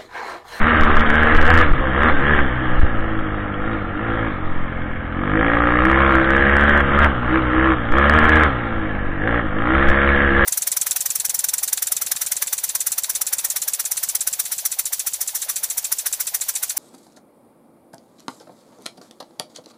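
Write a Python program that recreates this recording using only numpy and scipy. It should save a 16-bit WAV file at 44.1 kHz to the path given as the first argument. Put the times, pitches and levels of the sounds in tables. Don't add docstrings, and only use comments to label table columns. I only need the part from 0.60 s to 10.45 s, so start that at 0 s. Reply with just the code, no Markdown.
import sys
import numpy as np
from scipy import signal
from scipy.fft import rfft, irfft, next_fast_len
from scipy.io import wavfile
from scipy.ndimage import uniform_filter1d

SR = 44100
rng = np.random.default_rng(int(sys.argv[2]) if len(sys.argv) > 2 else 0)


def volts_from_db(level):
    exponent = np.asarray(level, float) / 20
    return 10 ** exponent


def wav_out(sig):
    wavfile.write(sys.argv[1], SR, np.round(np.clip(np.atleast_2d(sig).T, -1, 1) * 32767).astype(np.int16))


N = 434385
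TOP_RATE_HZ = 72


def rms_one(x):
    return x / np.sqrt(np.mean(x ** 2) + 1e-20)


def in_time(rows):
    time_s, *columns = np.transpose(rows)
    return [np.interp(np.arange(N) / SR, time_s, column) for column in columns]


def at_hz(points, hz):
    curve_hz, curve_db = np.array(points).T[:2]
    return np.interp(np.log(hz), np.log(curve_hz), curve_db)


def drift(rate_hz):
    r = np.exp(-80 * np.pi * rate_hz / SR)
    slow = signal.lfilter([1], [1, -2 * r, r * r], rng.standard_normal(N // 40 + 2002))[2000:]
    return np.interp(np.arange(N) / 40, np.arange(len(slow)), rms_one(slow))


def band_noise_filter(order, low_hz, high_hz, x):
    return signal.sosfilt(signal.butter(order, [low_hz, high_hz], "band", fs=SR, output="sos"), x)


def evened(x, seconds):
    return x / np.sqrt(uniform_filter1d(x ** 2, int(seconds * SR)) + 1e-12)


def resonate(x, modes, wander_db, sign):
    out = 0
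    for k, (hz, width_hz, db) in enumerate(modes):
        r = np.exp(-np.pi * width_hz / SR)
        zeros = np.array([1, 0, -1]) * (1 - r * r) / 2
        ring = signal.lfilter(zeros, [1, -2 * r * np.cos(2 * np.pi * hz / SR), r * r], x)
        out = out + sign ** k * volts_from_db(db + wander_db * drift(1.7)) * ring
    return out


def layer_db(rate_hz, opening, base_db, db_per_hz, open_db):
    return base_db + db_per_hz * (rate_hz - 60) + open_db * opening


def controls():
    # (time [s], firing rate [Hz])
    rolling = [(0.08, 56.4), (0.46, 49.0), (0.85, 50.4), (1.19, 67.8), (1.22, 66.4), (2.28, 59.2),
               (2.32, 55.9), (3.18, 47.3), (4.49, 41.9), (5.2, 51.7), (5.28, 56.0), (6.12, 68.4),
               (6.67, 58.9), (7.28, 56.8), (7.76, 63.9), (8.4, 49.3), (8.58, 46.1), (9.54, 53.5)]
    # (opens [s], shuts [s], roll-on [s], opening [0-1.3], wheelspin [Hz of firing])
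    bursts = [(-0.086, 0.375, 0.15, 0.59, 23.2), (0.355, 0.796, 0.17, 0.64, 27.6),
              (0.813, 0.997, 0.08, 0.74, 24.6), (1.217, 1.358, 0.03, 0.19, -1.8),
              (1.319, 1.463, 0.13, 0.74, 14.6), (1.534, 1.763, 0.16, 0.66, 11.0),
              (1.945, 2.163, 0.06, 0.05, 2.2), (2.983, 3.112, 0.09, 0.11, 7.6),
              (3.298, 3.645, 0.14, 0.02, 10.6), (3.452, 3.64, 0.04, 0.25, -1.1),
              (4.505, 5.408, 0.31, 0.93, 9.4), (5.395, 5.57, 0.12, 1.06, 5.4),
              (5.586, 6.171, 0.12, 0.91, 4.4), (6.222, 6.42, 0.26, 1.29, 13.9),
              (6.615, 6.738, 0.2, 0.94, 9.4), (6.787, 7.091, 0.24, 0.79, 7.8),
              (7.283, 7.466, 0.09, 0.93, 11.4), (7.459, 7.826, 0.1, 0.82, 14.3),
              (8.559, 8.763, 0.12, 0.57, 11.8), (8.903, 9.658, 0.24, 0.72, 16.2),
              (9.676, 9.97, 0.11, 0.96, 15.0)]
    shut_s, spin_down_s, flywheel_s = .088, .128, .014
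    hang_s, snap_s, regrip_s = .035, .025, .03
    t, opening, spin_hz = np.arange(N) / SR, np.zeros(N), np.zeros(N)
    next_opens = [row[0] for row in bursts[1:]] + [np.inf]
    for (opens, shuts, roll_on, amount, wheelspin), following in zip(bursts, next_opens):
        rise = (t - opens) / roll_on
        if following - shuts < regrip_s:
            fall = (shuts - t) / shut_s
        else:
            fall = (shuts + hang_s - t) / snap_s
        spin_fall = (shuts - t) / spin_down_s
        opening += amount * np.clip(np.minimum(rise, 1 + fall), 0, 1)
        spin_hz += wheelspin * np.clip(np.minimum(rise, 1 + spin_fall), 0, 1)
    r = np.exp(-1 / (flywheel_s * SR))
    lagged_hz = signal.lfilter([1 - r], [1, -r], spin_hz, zi=[r * spin_hz[0]])[0]
    rate_hz = in_time(rolling)[0] + lagged_hz
    pick_up = uniform_filter1d(np.gradient(rate_hz) * SR, SR // 10)
    return rate_hz, opening, pick_up


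def engine_load(rate_hz, throttle, pick_up):
    open_load = 0.2 + .012 * np.maximum(TOP_RATE_HZ - rate_hz, 0)
    return np.clip(0.084 + open_load * throttle + 0.0013 * pick_up, 0, 1)


def exhaust_boom(cycles, rate_hz, opening, throttle, rough):
    # (frequency [Hz], level [dB])
    exhaust = [(80, -1), (125, 0.5), (170, -8.5), (215, -2.5), (265, -6.5), (320, -1.5), (360, -10.5),
               (405, -23), (440, -12), (490, -2), (600, -14.5), (670, -25), (780, -10.5), (1100, -27)]
    # (order, level at open throttle [dB], level at shut throttle [dB])
    pulse = [(2, -7, 1.5), (3, 2, 0), (4, -5.5, 2), (5, 4, 1), (6, -1, 1.5), (7, -1, -0.5), (8, 1, -1),
             (9, 3.5, -0.5), (10, -1, -0.5), (11, 2.5, -9.5), (12, -5.5, -2), (13, 0, -6), (14, 0, 1.5)]
    pipe_hz, pipe_width_hz, pipe_lift_db = 320, 13, 9
    first_db = layer_db(rate_hz, opening, -31, .35, 5.7)
    lug_db = 0.2374 * throttle * np.maximum(TOP_RATE_HZ - rate_hz, 0)
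    boom_db = layer_db(rate_hz, opening, -25, 0.18, 3.1) + lug_db
    plain, coloured = 0, 0
    angle = 2 * np.pi * (cycles + 0.1097)
    for k, open_db, shut_db in pulse:
        order_hz = k * rate_hz
        flutter_db = (1 + 3 * rough) * drift(12)
        waver = .09 * rough * k * drift(16)
        shape_db = open_db * throttle + shut_db * (1.5 - throttle)
        level = volts_from_db(at_hz(exhaust, order_hz) + shape_db + flutter_db)
        tone = -level * np.cos(k * angle + rng.normal(0, 0.74) + waver)
        on_pipe = (1 - rough) * np.exp(-((order_hz - pipe_hz) / pipe_width_hz) ** 2)
        plain = plain + tone
        coloured = coloured + tone * volts_from_db(pipe_lift_db * on_pipe)
    first = -np.sqrt(2) * volts_from_db(first_db + 2.0 * drift(34.0) + 2.1 * drift(4.8)) * np.cos(angle)
    half = volts_from_db(first_db - 12.5) * np.cos(angle / 2 + 2.4 * drift(1.5))
    orders = coloured / np.sqrt(uniform_filter1d(plain ** 2, SR // 10))
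    return first + half + volts_from_db(boom_db - 0.74) * orders


def firings(cycles, load, sharp, fade, spread_db, floor):
    turn = cycles.astype(int)
    strength, late = rng.standard_normal((turn[-1] + 2, 2)).T
    clicks = np.zeros(N)
    at = np.flatnonzero(np.diff(turn)) + 1
    jitter = (late[turn[at]] * .00009 * SR).astype(int)
    clicks[np.clip(at + jitter, 0, N - 1)] = 1
    blow_down = np.exp(-fade * (cycles % 1))
    valve_puff = .33 * np.exp(-fade * ((cycles + .52) % 1))
    puffs = (blow_down + valve_puff) * rng.standard_normal(N)
    gated = (sharp * load * clicks + puffs) * volts_from_db(spread_db * strength[turn])
    return gated + floor * (1.15 - load) * rng.standard_normal(N)


def case_bark(cycles, load, rate_hz, opening):
    # (frequency [Hz], width [Hz], level [dB])
    case_modes = [(840, 80, -7.5), (1080, 90, -10), (1255, 178, 5), (1375, 71, 2.5), (1550, 80, 0.5),
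                  (1665, 120, 5), (1838, 69, -3.5), (2148, 250, -6.5)]
    blasts = firings(cycles, load, sharp=35, fade=3.4, spread_db=1.3, floor=.46)
    ringing = resonate(blasts, case_modes, wander_db=4.0, sign=0.94)
    bark = band_noise_filter(4, 920, 2200, ringing)
    return volts_from_db(layer_db(rate_hz, opening, -27.5, 0.32, 9.09) + 0.74) * evened(bark, .06)


def panel_knocks(cycles, load, rate_hz, opening):
    # (frequency [Hz], width [Hz], level [dB])
    panels = [(496.6, 70, 0.5), (586, 140, -1), (791, 110, -3.5)]
    blows = firings(cycles, load, sharp=42, fade=4, spread_db=2, floor=.2)
    knocks = resonate(blows, panels, wander_db=2.0, sign=-0.98)
    return volts_from_db(layer_db(rate_hz, opening, -38.5, .2, 10.3)) * evened(knocks, .1)


def valve_clatter(cycles, load, rate_hz, opening):
    # (frequency [Hz], width [Hz], level [dB])
    gear = [(2772, 333, -3), (3214, 290, 0), (3545, 800, -9)]
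    taps = firings(cycles, load, sharp=6.5, fade=3.4, spread_db=4.5, floor=.9)
    clatter = resonate(taps, gear, wander_db=1.5, sign=-1.076)
    return volts_from_db(layer_db(rate_hz, opening, -43.5, 0.4, 5) + 1.0) * evened(clatter, .12)


def terrain():
    # (time [s], pressure [full scale], length [ms], rebound share)
    jolts = [(0.022, -0.58, 24.6, 0.17), (0.212, 0.43, 20.3, 1.5), (0.256, -0.3, 14, 0.3),
             (0.327, 0.32, 61, 1.11), (0.359, -0.76, 26, 1.07), (0.434, 0.31, 45, 0.9),
             (0.601, 0.21, 34, 1.4), (0.747, 0.36, 16.5, 2.5), (0.82, 0.65, 28, 1),
             (0.954, 0.23, 30.4, 2.3), (1.079, 0.29, 27, 0.0), (1.102, 0.25, 13.8, 2.9),
             (1.112, 0.23, 11.5, 2.5), (1.192, 0.3, 13, 0.8), (1.536, 0.38, 35, 1.1),
             (1.75, -0.23, 36, 1.5), (1.925, -0.15, 51, 0.2), (2.105, -0.27, 36, 1.7),
             (2.188, 1.11, 17, -0.14), (2.197, -1.1, 43, 0.28), (2.389, -0.3, 31, 0.5),
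             (2.543, 0.16, 30.3, 1), (3.858, 0.12, 37.2, 1.5), (3.976, 0.23, 40, 0.86),
             (6.083, -0.061, 30.7, 3), (7.321, 0.33, 33.1, -0.4), (7.643, -0.23, 30.2, 0.4),
             (9.256, 0.26, 27.2, 2.3)]
    # (time [s], frequency [Hz], level [dB], t60 [s])
    thuds = [
        (2.232, 68, 2.5, 0.054),
        (1.11, 180, -16.5, 0.073),
    ]
    # (time [s], level [dB])
    shake = [
        (0.0, -21.5),
        (2.2, -25),
        (4.3, -29.5),
        (9.85, -24.5),
    ]
    rebound_lengths = 1.39
    t, out = np.arange(N) / SR, np.zeros(N)
    for s, pressure, ms, rebound in jolts:
        near = slice(max(int((s - .15) * SR), 0), int((s + .25) * SR))
        lengths = (t[near] - s) * 1000 / ms
        shove = 2. ** (-4 * lengths ** 2)
        swing_back = rebound * 2. ** (-4 * (lengths - rebound_lengths) ** 2)
        out[near] += pressure * (shove - swing_back)
    for s, hz, db, t60 in thuds:
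        age = np.maximum(t - s, 0)
        out += volts_from_db(db - 60 * age / t60) * np.sin(2 * np.pi * hz * age)
    bumps = band_noise_filter(2, 4.5, 16.0, rng.standard_normal(N + SR))[SR:]
    return out + volts_from_db(in_time(shake)[0]) * rms_one(bumps)


def wind(level_db):
    # (frequency [Hz], level [dB per Hz])
    spectrum_db = [(30, -18), (60, 1.5), (120, -16.5), (250, -8.5), (400, -16), (600, -16), (900, -12)]
    out, edges_hz = 0, 28 * 2 ** np.arange(0, 5.1, .5)
    white = rng.standard_normal((2, N))
    for k, (low, high) in enumerate(zip(edges_hz, edges_hz[1:])):
        band = band_noise_filter(2, low, high, white[k % 2])
        out = out + band * volts_from_db(at_hz(spectrum_db, np.sqrt(low * high)) + 1.0 * drift(7.4))
    return volts_from_db(level_db) * rms_one(out)


def scene():
    # (time [s], roughness [0-1])
    ground = [
        (0, 1),
        (1.8, .9),
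        (2.3, .25),
        (3.0, .25),
        (4.5, .4),
        (4.7, .15),
        (9.85, .18),
    ]
    rate_hz, opening, pick_up = controls()
    throttle = np.clip(opening * 1.35, 0, 1)
    load = engine_load(rate_hz, throttle, pick_up)
    rough = np.clip(in_time(ground)[0] + .004 * np.abs(pick_up), 0, 1)
    cycles = np.cumsum(rate_hz) / SR
    engine = exhaust_boom(cycles, rate_hz, opening, throttle, rough)
    engine += case_bark(cycles, load, rate_hz, opening)
    engine += panel_knocks(cycles, load, rate_hz, opening)
    engine += valve_clatter(cycles, load, rate_hz, opening)
    rush = wind(layer_db(rate_hz, opening, -29.5, 0.28, 0.67))
    return (engine + terrain() + rush)[None]


def low_pass(x):
    return signal.sosfilt(signal.butter(12, 15870, fs=SR, output="sos"), x)


def record(dry):
    # (low edge [Hz], high edge [Hz], share of time kept [0-1])
    fringe = [(3560, 3690, .8), (3690, 3830, .6), (3830, 3960, .35), (3960, 4100, .3), (4180, 4320, .45),
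              (4320, 4520, .35)]
    frame, overload = 1024, .704
    squeezed = dry / (1 + (dry / .86) ** 4) ** .25
    narrow = signal.sosfilt(signal.butter(9, 3750, fs=SR, output="sos"), squeezed)
    size = next_fast_len(N)
    spectrum, hz = rfft(narrow, size), np.arange(size // 2 + 1) * SR / size
    kept = irfft(spectrum * (hz < fringe[0][0]), size)[:, :N]
    frames = np.arange(N // frame + 2)
    for low, high, share in fringe:
        on = np.repeat(rng.random(len(frames)) < share, 2)[:len(frames)]
        gate = np.sin(np.pi / 2 * np.interp(np.arange(N) / frame, frames, on)) ** 2
        band = irfft(spectrum * (hz >= low) * (hz < high), size)[:, :N]
        kept += volts_from_db(1.0) * gate * band
    return low_pass(np.clip(kept, -overload, overload))


dry = scene()
out = record(dry)
wav_out(out)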